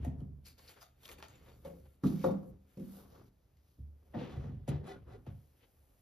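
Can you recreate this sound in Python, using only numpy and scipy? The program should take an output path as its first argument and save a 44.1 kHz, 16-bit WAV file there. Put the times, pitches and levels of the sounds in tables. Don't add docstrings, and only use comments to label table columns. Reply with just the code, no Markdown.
import sys
import numpy as np
from scipy import signal
from scipy.fft import rfft, irfft, next_fast_len
from scipy.io import wavfile
from scipy.ndimage import uniform_filter1d

SR = 44100
rng = np.random.default_rng(int(sys.argv[2]) if len(sys.argv) > 2 else 0)


def to_wav(s):
    ch = np.atleast_2d(s).T
    pcm = np.round(np.clip(ch, -1, 1) * 32767)
    wavfile.write(sys.argv[1], SR, pcm.astype(np.int16))


N = 265261
T_S = np.arange(N) / SR

# f/Hz, relative density/dB per Hz
HUSH_SPECTRUM = [(25, -3.5), (50, 3), (100, -9.5), (200, -20.5), (500, -18.5), (1200, -31.5), (3000, -39),
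                 (8000, -41.5), (12000, -35.5), (16000, -51.5)]
HUSH_RMS_DB = -71.5

# f/Hz, level/dB, t60/s (undamped by contact)
SHELF_MODES = [(62.5, -11.5, 0.27), (97.7, -7, 0.3), (157.5, -3.5, 0.26), (170.6, -3.5, 0.32),
               (195.3, 3, 0.33), (237.4, -2, 0.24), (268, 6, 0.2), (315.5, -6, 0.31), (347, -5.5, 0.11),
               (371.2, -0.5, 0.14), (420.6, -9, 0.088), (458, -3.5, 0.17), (478, -6, 0.1), (524.2, 5, 0.12),
               (571.6, 0, 0.068), (614, -8.5, 0.075), (639.4, -8.5, 0.14), (717, -9, 0.21),
               (777, -1, 0.056), (858, 0, 0.05), (987, -2, 0.044), (1043, -8, 0.05), (1117, 1.5, 0.049),
               (1200, -3, 0.045), (1294, -3.5, 0.031), (1421, -9, 0.051), (1630, -19, 0.024),
               (1900, -18.5, 0.04), (3800, -21.5, 0.023)]
DOOR_MODES = [(56, -9.5, 0.38), (74.9, 0.5, 0.46), (99, -1, 0.17), (120.4, -0.5, 0.14), (144.8, -1, 0.21),
              (176.6, -1, 0.14), (205.8, 0, 0.17), (250.9, 0.5, 0.14), (324.3, 0.5, 0.1), (396.5, -2, 0.16),
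              (481, 0, 0.088), (554, 3.5, 0.059), (705, 7, 0.041), (897, 4, 0.022), (1230, -9.5, 0.021),
              (1447, -31, 0.022), (1850, -4.5, 0.032)]

# t/s, rise/s, hold/s, fall/s, boom/dB, wood/dB
SHAKES = [(0.0, .1, .0, 0.22, -39, -48.5), (0.17, 0.23, 0, 0.34, -46.5, -58),
          (1.1, 0.18, 0.75, 0.16, -61.5, -69), (2.05, 0.016, 0.0092, 0.09, -65.5, -32),
          (2.16, 0.036, 0.029, .1, -58, -61.5), (2.28, 0.092, 0.028, 0.05, -71, -36.5),
          (2.42, 0.16, 0.11, 0.077, -57, -59), (3.0, 0.42, 0.25, 0.093, -62.5, -64.5),
          (4.33, 0.2, 0.084, 0.25, -54, -52), (4.55, 0.52, 0.076, 0.044, -50, -68),
          (4.82, 0.1, 0.018, 0.13, -73, -48.5), (4.95, 0.086, 0.0067, 0.13, -52.5, -59.5),
          (5.08, 0.064, 0.11, 0.12, -55.5, -62)]
# boom/dB, wood/dB
SHAKE_REST_DB = (-71.5, -80.5)
# t/s, rise/s, hold/s, fall/s, level/dB
AIR_ROLLS = [(4.36, 0.1, 0.16, 0.16, -44.5), (4.69, .015, 0.052, 0.18, -45), (4.95, .1, 0.054, 0.2, -58.5),
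             (5.28, .015, 0.039, 0.11, -50)]

# t/s, level/dB, bass/dB, board/dB, 500 Hz/dB, 1200 Hz/dB, slap/dB,
# settling/s, settling/dB
DOOR_BLOWS = [(0.048, -38, -15, -35, -8.5, -14, -47, 0.037, 1),
              (0.067, -31, -31, -5, -37, -32, -76, 0.15, -6),
              (0.212, -38.5, -1, -5, -24.5, -31, -87, 0.057, -3),
              (3.784, -51.5, 10, -10, -24, -34, -88, 0.028, 3),
              (3.869, -64, 3.5, -5.5, -21.5, -38, -87.5, 0.02, -5),
              (4.134, -56, -17, -4.5, -4.5, -19.5, -88, 0.01, -2.5),
              (4.14, -46.5, -15, 1, -5, -2, -90, 0.0059, 4),
              (4.147, -40.5, -18, 1, -6, -13, -93, 0.017, 6.5),
              (4.158, -32, -40, -8, -18.5, -23, -90, 0.03, 0),
              (4.177, -41, -25, 0.5, -5, -23, -80, 0.02, -3), (4.21, -36, -25, -8, -14, -22, -85, 0.023, 2),
              (4.356, -39, -7, -18.5, -17.5, -31, -86, 0.051, 5),
              (4.439, -31.5, -21, -21, -29.5, -28, -84, 0.07, 1.5),
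              (4.487, -41, -14, -13, -20, -30, -86, 0.035, -2),
              (4.53, -46.5, -11, -12, -28, -34, -87, 0.033, 3),
              (4.678, -24, -20, -15.5, -13, -29, -48.5, 0.021, -8),
              (4.69, -29, -14, -10, -20, -28, -64, 0.024, 0.5),
              (4.756, -38, -25, -15, -16, -14.5, -84, 0.086, -11),
              (5.265, -36, -8.5, -14, -18, -27, -65, 0.021, -3)]
BOOK_BLOWS = [(1.649, -51, -12.5, -15, 9, -10.5, -57.5, 0.021, 1.5),
              (1.662, -54, -4, -12, -1, -22, -84, 0.0092, -3.5),
              (1.69, -62.5, -10, -8, 6.5, -12, -85, 0.0095, -4.5),
              (1.732, -61.5, 2, -2.5, 5, -17.5, -85, 0.01, -6),
              (1.765, -69.5, 1.5, -7.5, -0.5, -17, -89, 0.012, -6),
              (2.037, -25.5, -14.5, -3, -26.5, -12.5, -53, 0.02, -8.5),
              (2.057, -28.5, -12.5, -2.5, -33.5, -31, -57, 0.021, -1.5),
              (2.1, -32.5, -8, -15, -24.5, -29.5, -67, 0.014, -0.5),
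              (2.08, -31.5, -15, -7, -31, -32, -65, 0.011, -4.5),
              (2.125, -34.5, -14, -17, -27.5, -30.5, -70.5, 0.014, -2.5),
              (2.193, -48.5, -6, -11.5, -25, -31, -57.5, 0.055, -3),
              (2.241, -31.5, -28, -12, 6, 0, -51.5, 0.0074, -9),
              (2.258, -31.5, -21, -11.5, -9.5, -17, -67, 0.0072, -4.5),
              (2.309, -34.5, -29, -16.5, -14, -25, -59, 0.011, 2.5),
              (2.345, -47.5, -23, -9.5, -8.5, -11, -73, 0.019, -4),
              (2.43, -48, -31, -19, -5.5, -18, -73, 0.026, -2),
              (2.772, -49, -11, 2, -4.5, -30.5, -66, 0.0085, 1.5),
              (2.797, -47, -21, -2.5, -18, -37, -65, 0.014, 1.5),
              (2.835, -50.5, -15, -3, -24, -27, -74, 0.019, -8),
              (2.87, -54, -20, -8, -28, -33, -77, 0.011, -15)]
# bass, fixed 0 dB, board, 500 Hz, 1200 Hz
SHELF_COLOUR_HZ = [80, 180, 280, 520, 1200]
DOOR_COLOUR_HZ = [65, 135, 260, 520, 1200]
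DETUNE_RATIO, UNEVEN_DB = .007, 1.5

# t/s, rise/s, hold/s, fall/s, scuff/dB, papery edge/dB, fizz/dB, dull part/dB
DOOR_RUBS = [(0.048, 0.07, 0.0015, 0.1, -66.5, -76, -72, -59.5),
             (0.2, 0.068, .0, 0.087, -85, -85, -80, -65),
             (4.146, 0.014, 0.012, 0.12, -68.5, -97, -94, -48.5),
             (4.198, 0.052, 0.013, 0.28, -58, -94, -84, -50), (4.33, 0.11, 0.13, 0.13, -85, -80, -94, -58),
             (4.45, .1, 0.03, 0.056, -84, -83, -92, -65.5), (4.55, .08, 0, 0.027, -90, -89, -93, -70),
             (4.685, 0.011, 0.0066, 0.031, -54, -82, -53, -49), (4.719, 0.029, 0, 0.1, -61, -88, -92, -51),
             (4.836, 0.006, 0.015, 0.04, -87, -94, -88, -59.5),
             (4.87, 0.029, 0.00011, 0.14, -62.5, -82, -66, -50.5),
             (5.075, 0.025, 0.07, 0.098, -86, -99, -87, -59),
             (5.269, 0.015, 0.0021, 0.1, -69, -81, -89, -59),
             (5.64, 0.074, 0.0026, 0.048, -73, -89, -93, -73.5)]
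BOOK_RUBS = [(0.465, 0.028, 0.019, 0.092, -68.5, -79, -59.5, -71),
             (0.58, 0.012, 0.13, 0.061, -72.5, -81, -70, -72.5),
             (0.695, 0.04, 0.021, 0.14, -67.5, -73, -66.5, -71),
             (0.77, 0.027, 0.0017, 0.046, -73, -80, -73, -63), (0.82, 0.048, 0, 0.11, -70.5, -73, -64, -93),
             (1.058, 0.091, 0.012, 0.014, -66.5, -69, -59, -67),
             (1.093, 0.011, 0.017, 0.032, -67, -76, -63, -60),
             (1.116, 0.024, 0.014, 0.044, -65.5, -79, -59.5, -59),
             (1.235, 0.031, 0.013, 0.036, -62, -78, -71, -61),
             (1.19, 0.05, 0.013, 0.037, -73, -80, -70, -61),
             (1.31, 0.091, 0.051, 0.19, -70.5, -84, -98, -71),
             (1.485, 0.11, 0.000023, 0.13, -69.5, -84, -79, -61.5),
             (1.66, 0.028, .0, 0.12, -67.5, -77, -67, -57), (1.78, 0.1, 0.16, 0.16, -85, -91, -80.5, -81.5),
             (2.042, 0.023, 0.097, 0.35, -71, -64.5, -63.5, -59.5),
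             (2.242, 0.1, 0.027, 0.085, -61.5, -60.5, -60, -63.5),
             (2.47, 0.17, 0.035, 0.033, -99, -89, -76, -77),
             (2.71, 0.13, 0.038, 0.12, -81.5, -89, -79, -81),
             (2.775, 0.013, 0.13, .2, -77.5, -80, -74.5, -76),
             (2.93, 0.27, 0.05, 0.25, -83, -67, -63.5, -65),
             (3.12, 0.077, 0.072, 0.12, -87, -74.5, -76.5, -67.5),
             (3.24, 0.22, 0.047, 0.021, -87.5, -80, -80, -85.5)]
HISS_SWELLS = [(1.301, 0.31, 0.49, .15, -91, -80.5, -76.5, -96),
               (3.4, 0.43, 0.18, 0.44, -92.5, -91, -94, -93),
               (3.68, 0.26, 0.061, 0.34, -95, -84, -81.5, -86), (4.06, 0.26, 0.2, .3, -88, -87.5, -83, -80),
               (5.348, 0.46, 0.77, 0.39, -87, -86, -79, -82)]
# scuff/dB, papery edge/dB, fizz/dB, dull part/dB
CLOTH_REST_DB = (-101.5, -100, -92.5, -91.5)
EDGE_FADE, FIZZ_FADE, DULL_FADE = 1.28, 1.4, 0.98
BOOK_FIZZ_TOP_HZ, DOOR_FIZZ_TOP_HZ = 14900, 11060

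# t/s, edge level/dB, f/Hz, body level/dB, decay/s
TICKS = [(0.205, -58.5, 3170, -67, 0.0014), (0.484, -46, 4870, -73, 0.0016),
         (0.591, -52.5, 4460, -55.5, 0.0022), (0.693, -42.5, 4340, -50, 0.0016),
         (0.828, -47, 5400, -47.5, 0.0016), (1.032, -50, 3600, -56, 0.003),
         (1.058, -44.5, 3600, -51, 0.0028), (1.079, -44.5, 4800, -55, 0.0015),
         (1.089, -40, 2280, -46.5, 0.0053), (1.115, -39.5, 3730, -61, 0.0018),
         (1.185, -49, 2390, -60, 0.003), (1.201, -52, 2500, -46.5, 0.0022),
         (1.2253, -47, 2040, -39.5, 0.0034), (1.283, -48.5, 6600, -69, 0.0023),
         (1.679, -56, 11000, -79, 0.0037), (2.068, -46.5, 3740, -75, 0.011),
         (3.57, -62.5, 2230, -92.5, 0.0019)]
# t/s, rise/s, hold/s, fall/s, level/dB, f/Hz, width/Hz
BOOK_RESONANCES = [(0.457, .01, 0.018, 0.073, -61, 4500, 600), (0.458, 0.011, 0.026, 0.068, -69, 2580, 900),
                   (0.584, .01, .004, .03, -69, 4500, 1000), (0.628, 0.047, 0.024, .04, -74, 4500, 500),
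                   (0.68, 0.013, 0.011, 0.035, -61, 4430, 700),
                   (0.683, .015, 0.016, 0.045, -68.5, 2600, 600), (0.77, .02, .02, .03, -67.5, 1390, 600),
                   (0.81, 0.0081, 0.014, 0.021, -66, 5000, 600),
                   (0.821, 0.014, 0.0087, 0.032, -61.5, 1120, 400),
                   (0.824, .02, 0.016, 0.039, -72, 3500, 400), (1.856, .004, 0.0069, 0.02, -67.5, 600, 293),
                   (1.078, .005, .003, .012, -64, 2400, 600), (1.18, .006, .008, .008, -65, 2400, 700),
                   (1.053, .02, 0.0064, .008, -56, 3440, 800), (2.046, .006, 0.033, .05, -66.5, 3800, 496),
                   (1.091, .004, 0.0055, 0.023, -59.5, 2300, 400),
                   (1.114, .012, 0.0074, .025, -68, 3580, 900)]
DOOR_SQUEAKS = [(4.872, 0.027, .02, 0.036, -55, 755, 40), (4.925, .015, 0.042, 0.034, -64, 1450, 25),
                (5.097, .02, 0.035, 0.026, -78, 1440, 40), (5.125, .02, .04, 0.034, -60, 434, 40)]
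COVER_PATCH_HZ = [1260, 2024, 3370, 4140, 6535]
CRACKLE_RE_SCUFF_DB = -6
# t/s, peak/dB, low edge f/Hz, high edge f/Hz
COVER_SLAP = (1.2264, -32, 350, 4000)

# t/s, rise/s, hold/s, fall/s, level/dB
SLIDES = [(1.66, 0.022, 0.0092, 0.065, -68), (2.25, .015, 0.023, 0.089, -51),
          (2.34, 0.074, 0.02, 0.088, -60.5), (2.44, 0.056, 0.029, 0.084, -81),
          (2.91, 0.09, 0.031, 0.11, -75.5), (2.99, 0.088, 0.036, 0.14, -63.5),
          (3.14, 0.093, 0.02, 0.08, -62.5), (3.2, 0.06, 0.015, 0.076, -65.5)]
# t/s, rise/s, hold/s, fall/s, level/dB
DRAGS = [(4.2, 0.051, 0.049, 0.16, -62.5), (4.3, 0.05, 0.057, 0.23, -64),
         (4.695, 0.015, 0.0092, 0.074, -50), (4.84, 0.0046, 0.034, 0.058, -66.5),
         (4.89, 0.042, 0.035, 0.041, -53), (5.135, 0.073, 0.0039, 0.042, -61)]
# f/Hz, width/Hz, level/dB
DRAG_MODES = [(391.3, 9.7, 0.5), (476, 35, -23), (738, 25, -4.5), (1045, 6.9, -15.5), (1418, 12, -14),
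              (1735, 27, -15.5), (1967, 42, -13), (2426, 29, -22.5), (2613, 22, -32), (2970, 83, -21.5),
              (3430, 70, -18.5), (3900, 82, -20)]

# f/Hz, t60/s
ROOM_T60 = [(60, 0.32), (500, 0.44), (2000, 0.26), (10000, 0.2)]
ROOM_DB, SCATTER_DB = -4, 0.5
BLEND_DRIFT_PER_S, BLEND_DRIFT_RAD = 12, 1.5
# f/Hz, left lead/rad, likeness/0-1, left minus right/dB
PORTS = [(0, 0, .99, -.5), (125, 0, .96, -.5), (250, 0, .85, .4), (500, -1.1, .62, 2.8),
         (1000, -.4, .5, .5), (1700, 0, .4, 0), (2400, .8, .78, 3), (4500, .8, .75, 3), (5200, 0, .6, 2),
         (6200, -1.2, .7, 1), (7900, -3.0, .94, 0), (8600, -3.2, .95, 0), (10000, -4.7, .9, 0),
         (11400, -6.15, .95, 0), (12500, -6.4, .93, 0), (14100, -8.2, .88, 0), (15500, -9.45, .99, 0)]
MIC_LOW_HZ, TOP_HZ = 39.6, 15600


def undb(db):
    return 10 ** (np.asarray(db) / 20)


def unit(x):
    return x / np.sqrt(np.mean(x ** 2))


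def band(x, lo_hz, hi_hz, order=2):
    edges_hz = [lo_hz, min(hi_hz, .45 * SR)]
    return signal.sosfilt(signal.butter(order, edges_hz, "bandpass", fs=SR, output="sos"), x)


def walk(rate_per_s):
    hold = int(SR / rate_per_s)
    steps = np.repeat(rng.standard_normal(N // hold + 1), hold)
    return 0.58 * uniform_filter1d(uniform_filter1d(steps, hold), hold)[:N]


def grit(per_s, spread_db, smooth):
    size_db = spread_db * np.minimum(rng.exponential(size=N), 3)
    struck = rng.random(N) < per_s / SR
    slips = struck * undb(size_db) * rng.choice([-1, 1], N)
    return unit(slips) + smooth * rng.standard_normal(N)


def add(out, start_s, x):
    i = int(start_s * SR)
    out[i:i + len(x)] += x[:N - i]


def strokes(table, shares=(1, 1, 1, 1)):
    t = T_S[::32]
    start, rise, hold, fall, *levels_db = (c[:, None] for c in np.transpose(table))
    before = (start - t) / np.maximum(rise, .002)
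    after = (t - start - hold) / np.maximum(fall, .002)
    shape_db = -20 * np.maximum(0, np.maximum(before, after))
    tracks = []
    for level_db, share in zip(levels_db, shares):
        power = np.sum(undb(level_db + share * shape_db) ** 2, axis=0)
        tracks.append(np.interp(T_S, t, 10 * np.log10(1e-20 + power)))
    return tracks


def steady(levels_db):
    return [(0, 1, N / SR, 1, *levels_db)]


def ringing(db, modes, lo_hz, hi_hz, damping, per_s):
    t = T_S[:SR // 2]
    ring = np.zeros(len(t))
    for hz, gain_db, t60_s in modes:
        if lo_hz < hz < hi_hz:
            ring += np.sin(2 * np.pi * hz * t) * undb(gain_db - 60 * damping * t / t60_s)
    jostle = unit(grit(per_s, 4.0, 0.94)) * undb(db)
    return signal.fftconvolve(jostle, ring / np.linalg.norm(ring))[:N]


def hush():
    hz, db = np.transpose(HUSH_SPECTRUM)
    out = np.zeros(N)
    for centre in 25 * 2 ** np.arange(0, 9.5, .5):
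        noise = unit(band(rng.standard_normal(N), centre / 2 ** .25, centre * 2 ** .25))
        level_db = np.interp(np.log(centre), np.log(hz), db) + 1.6 * walk(5.5)
        out += noise * np.sqrt(centre) * undb(level_db)
    return unit(out) * undb(HUSH_RMS_DB)


def shaking():
    boom_db, wood_db = strokes(SHAKES + steady(SHAKE_REST_DB))
    roll = ringing(strokes(AIR_ROLLS)[0], DOOR_MODES, 90, 130, damping=0.89, per_s=200.)
    boom = ringing(boom_db, DOOR_MODES, 0, 130, damping=0.8, per_s=140.0)
    wood = ringing(wood_db, DOOR_MODES + SHELF_MODES, 130, 420, damping=1.0, per_s=120.)
    return roll + boom + wood


def blows(table, modes, colour_hz, slap_t60_s):
    out, t = np.zeros(N), T_S[:SR // 2]
    hz, mode_db, t60_s = (c[:, None] for c in np.transpose(modes))
    sign = (-1) ** np.arange(len(hz))[:, None]
    for start_s, level_db, *colour_db, slap_db, settle_s, settle_db in table:
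        contact_noise, slap_noise = rng.standard_normal((2, len(t)))
        shift, uneven = rng.standard_normal((2, len(hz), 1))
        decay = undb(mode_db + UNEVEN_DB * uneven - 60 * t / t60_s)
        rings = sign * np.sin(2 * np.pi * hz * (1 + DETUNE_RATIO * shift) * t) * decay

        settle_s = max(settle_s, .002)
        push = undb(settle_db) * contact_noise * np.exp(-t / settle_s) / np.sqrt(settle_s * SR)
        push[0] += 1

        anchors_db = np.insert(colour_db, 1, 0)
        colour = undb(np.interp(np.log(hz[:, 0]), np.log(colour_hz), anchors_db))
        add(out, start_s, undb(level_db - 2.0) * signal.fftconvolve(colour @ rings, push)[:len(t)])
        slap = band(slap_noise, 1200, 9200, order=1)
        add(out, start_s, undb(slap_db - 60 * t / slap_t60_s) * slap)
    return out


def rubbing(table, fizz_top_hz):
    scuff_db, edge_db, fizz_db, dull_db = strokes(table, (1, EDGE_FADE, FIZZ_FADE, DULL_FADE))
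    slips = grit(1200., 3.4, 1.0) * undb(0.93 * walk(44))
    scuff = unit(band(slips, 1400, 3570)) * undb(scuff_db + 1.5 * walk(26))
    edge = unit(band(slips, 2630, 7030)) * undb(edge_db + 2 * walk(7.5))
    fizz = unit(band(slips, 6780, fizz_top_hz, order=3)) * undb(fizz_db + 1.0 * walk(7.0))
    wood_modes = SHELF_MODES + DOOR_MODES
    dull = ringing(dull_db + 2.0 * walk(24.86), wood_modes, 380, 1500, damping=1.8, per_s=400.)
    return scuff + edge + fizz + dull


def ticks():
    out, t = np.zeros(N), T_S[:SR // 10]
    for start_s, edge_db, hz, body_db, decay_s in TICKS:
        snap_noise, body_noise = rng.standard_normal((2, len(t)))
        snap = snap_noise * np.exp(-t / max(decay_s, .0003))
        broad = band(snap, 900, 13000, order=1)
        pitched = band(snap, hz / 1.3, hz * 1.2, order=1)
        edge = 0.46 * broad + 1.3 * pitched
        swell = np.exp(-t / 0.0048) * (1 - np.exp(-t / 0.0014))
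        body = band(body_noise * swell, 445, 1310)
        add(out, start_s, undb(edge_db - 4.0) * edge + undb(body_db + 10.5) * body)
    return out


def resonant_strokes(table):
    slips = unit(grit(900., 3.6, 0.54))
    out = np.zeros(N)
    for *stroke, hz, width_hz in table:
        tone = unit(band(slips, hz - width_hz / 2, hz + width_hz / 2, order=1))
        out += tone * undb(strokes([stroke])[0])
    return out


def crackle():
    creases = np.zeros(N)
    for hz in COVER_PATCH_HZ:
        creases += unit(band(grit(94.0, 4.9, 0.13), hz / 0.93, hz * 1.1, order=1))
    return unit(creases) * undb(strokes(BOOK_RUBS)[0] + CRACKLE_RE_SCUFF_DB)


def cover_slap():
    start_s, peak_db, lo_hz, hi_hz = COVER_SLAP
    out = np.zeros(N)
    click = band(signal.unit_impulse(SR // 50), lo_hz, hi_hz)
    add(out, start_s, undb(peak_db) * click / np.max(np.abs(click)))
    return out


def sliding():
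    level_db = strokes(SLIDES)[0] + 2.0 * walk(21)
    return ringing(level_db, SHELF_MODES, 420, 1500, damping=3.0, per_s=600.)


def dragging():
    slips = unit(grit(285.0, 2.4, 0.76)) * undb(strokes(DRAGS)[0] + 2.2 * walk(40))
    out = np.zeros(N)
    for hz, width_hz, db in DRAG_MODES:
        tone = band(slips * undb(3.2 * walk(14)), hz - width_hz / 2, hz + width_hz / 2, order=1)
        out += undb(db) * np.sqrt(SR / np.pi / width_hz) * tone
    return out


def echoes():
    t = T_S[:SR // 2]
    hz, t60_s = np.transpose(ROOM_T60)
    tail = np.zeros(len(t))
    for centre in 45 * 2 ** np.arange(9):
        decay_s = np.interp(np.log(centre), np.log(hz), t60_s)
        fall = undb(-60 * t / decay_s) * (1 - np.exp(-t / 0.00027))
        noise = band(rng.standard_normal(len(t)), centre / np.sqrt(2), centre * np.sqrt(2))
        tail += noise * fall / np.sqrt(np.sum(fall ** 2))
    return tail


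def room(x, wet_db):
    turn_rad = BLEND_DRIFT_RAD * walk(BLEND_DRIFT_PER_S)
    first = np.cos(turn_rad) * signal.fftconvolve(x, echoes())[:N]
    second = np.sin(turn_rad) * signal.fftconvolve(x, echoes())[:N]
    return undb(wet_db) * (first + second)


def ports(shared, scattered):
    size = next_fast_len(N + SR // 4)
    hz, *columns = np.transpose(PORTS)
    bins_hz = np.fft.rfftfreq(size, 1 / SR)
    lead_rad, alike, pan_db = (np.interp(bins_hz, hz, c) for c in columns)
    alike = np.clip(alike, 0, 1)
    side = np.array([[1], [-1]])
    common = rfft(shared, size) * np.sqrt((1 + alike) / 2)
    differing = side * rfft(scattered, size) * np.sqrt((1 - alike) / 2)
    both = (common + differing) * np.exp(.5j * side * lead_rad) * undb(side * pan_db / 2)
    return irfft(both, size)[:, :N]


def bed():
    book_cloth_and_hiss = rubbing(BOOK_RUBS + HISS_SWELLS + steady(CLOTH_REST_DB), BOOK_FIZZ_TOP_HZ)
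    hand_on_door = rubbing(DOOR_RUBS, DOOR_FIZZ_TOP_HZ)
    resonant = resonant_strokes(BOOK_RESONANCES + DOOR_SQUEAKS)
    return hush() + shaking() + hand_on_door + book_cloth_and_hiss + resonant + sliding() + dragging()


def scene():
    door = blows(DOOR_BLOWS, DOOR_MODES, DOOR_COLOUR_HZ, slap_t60_s=0.018)
    cover = ticks() + crackle() + cover_slap()
    book = blows(BOOK_BLOWS, SHELF_MODES, SHELF_COLOUR_HZ, slap_t60_s=0.066)
    hits = door, cover, book
    near = sum(room(x, ROOM_DB) for x in hits)
    scattered = sum(room(x, SCATTER_DB) for x in hits)
    return ports(sum(hits) + near + bed(), scattered + bed())


def record(dry):
    bass_cut = signal.butter(4, MIC_LOW_HZ, "highpass", fs=SR, output="sos")
    top_cut = signal.ellip(10, .2, 80, TOP_HZ, fs=SR, output="sos")
    return signal.sosfilt(top_cut, signal.sosfilt(bass_cut, dry))


dry = scene()
out = record(dry)
to_wav(out)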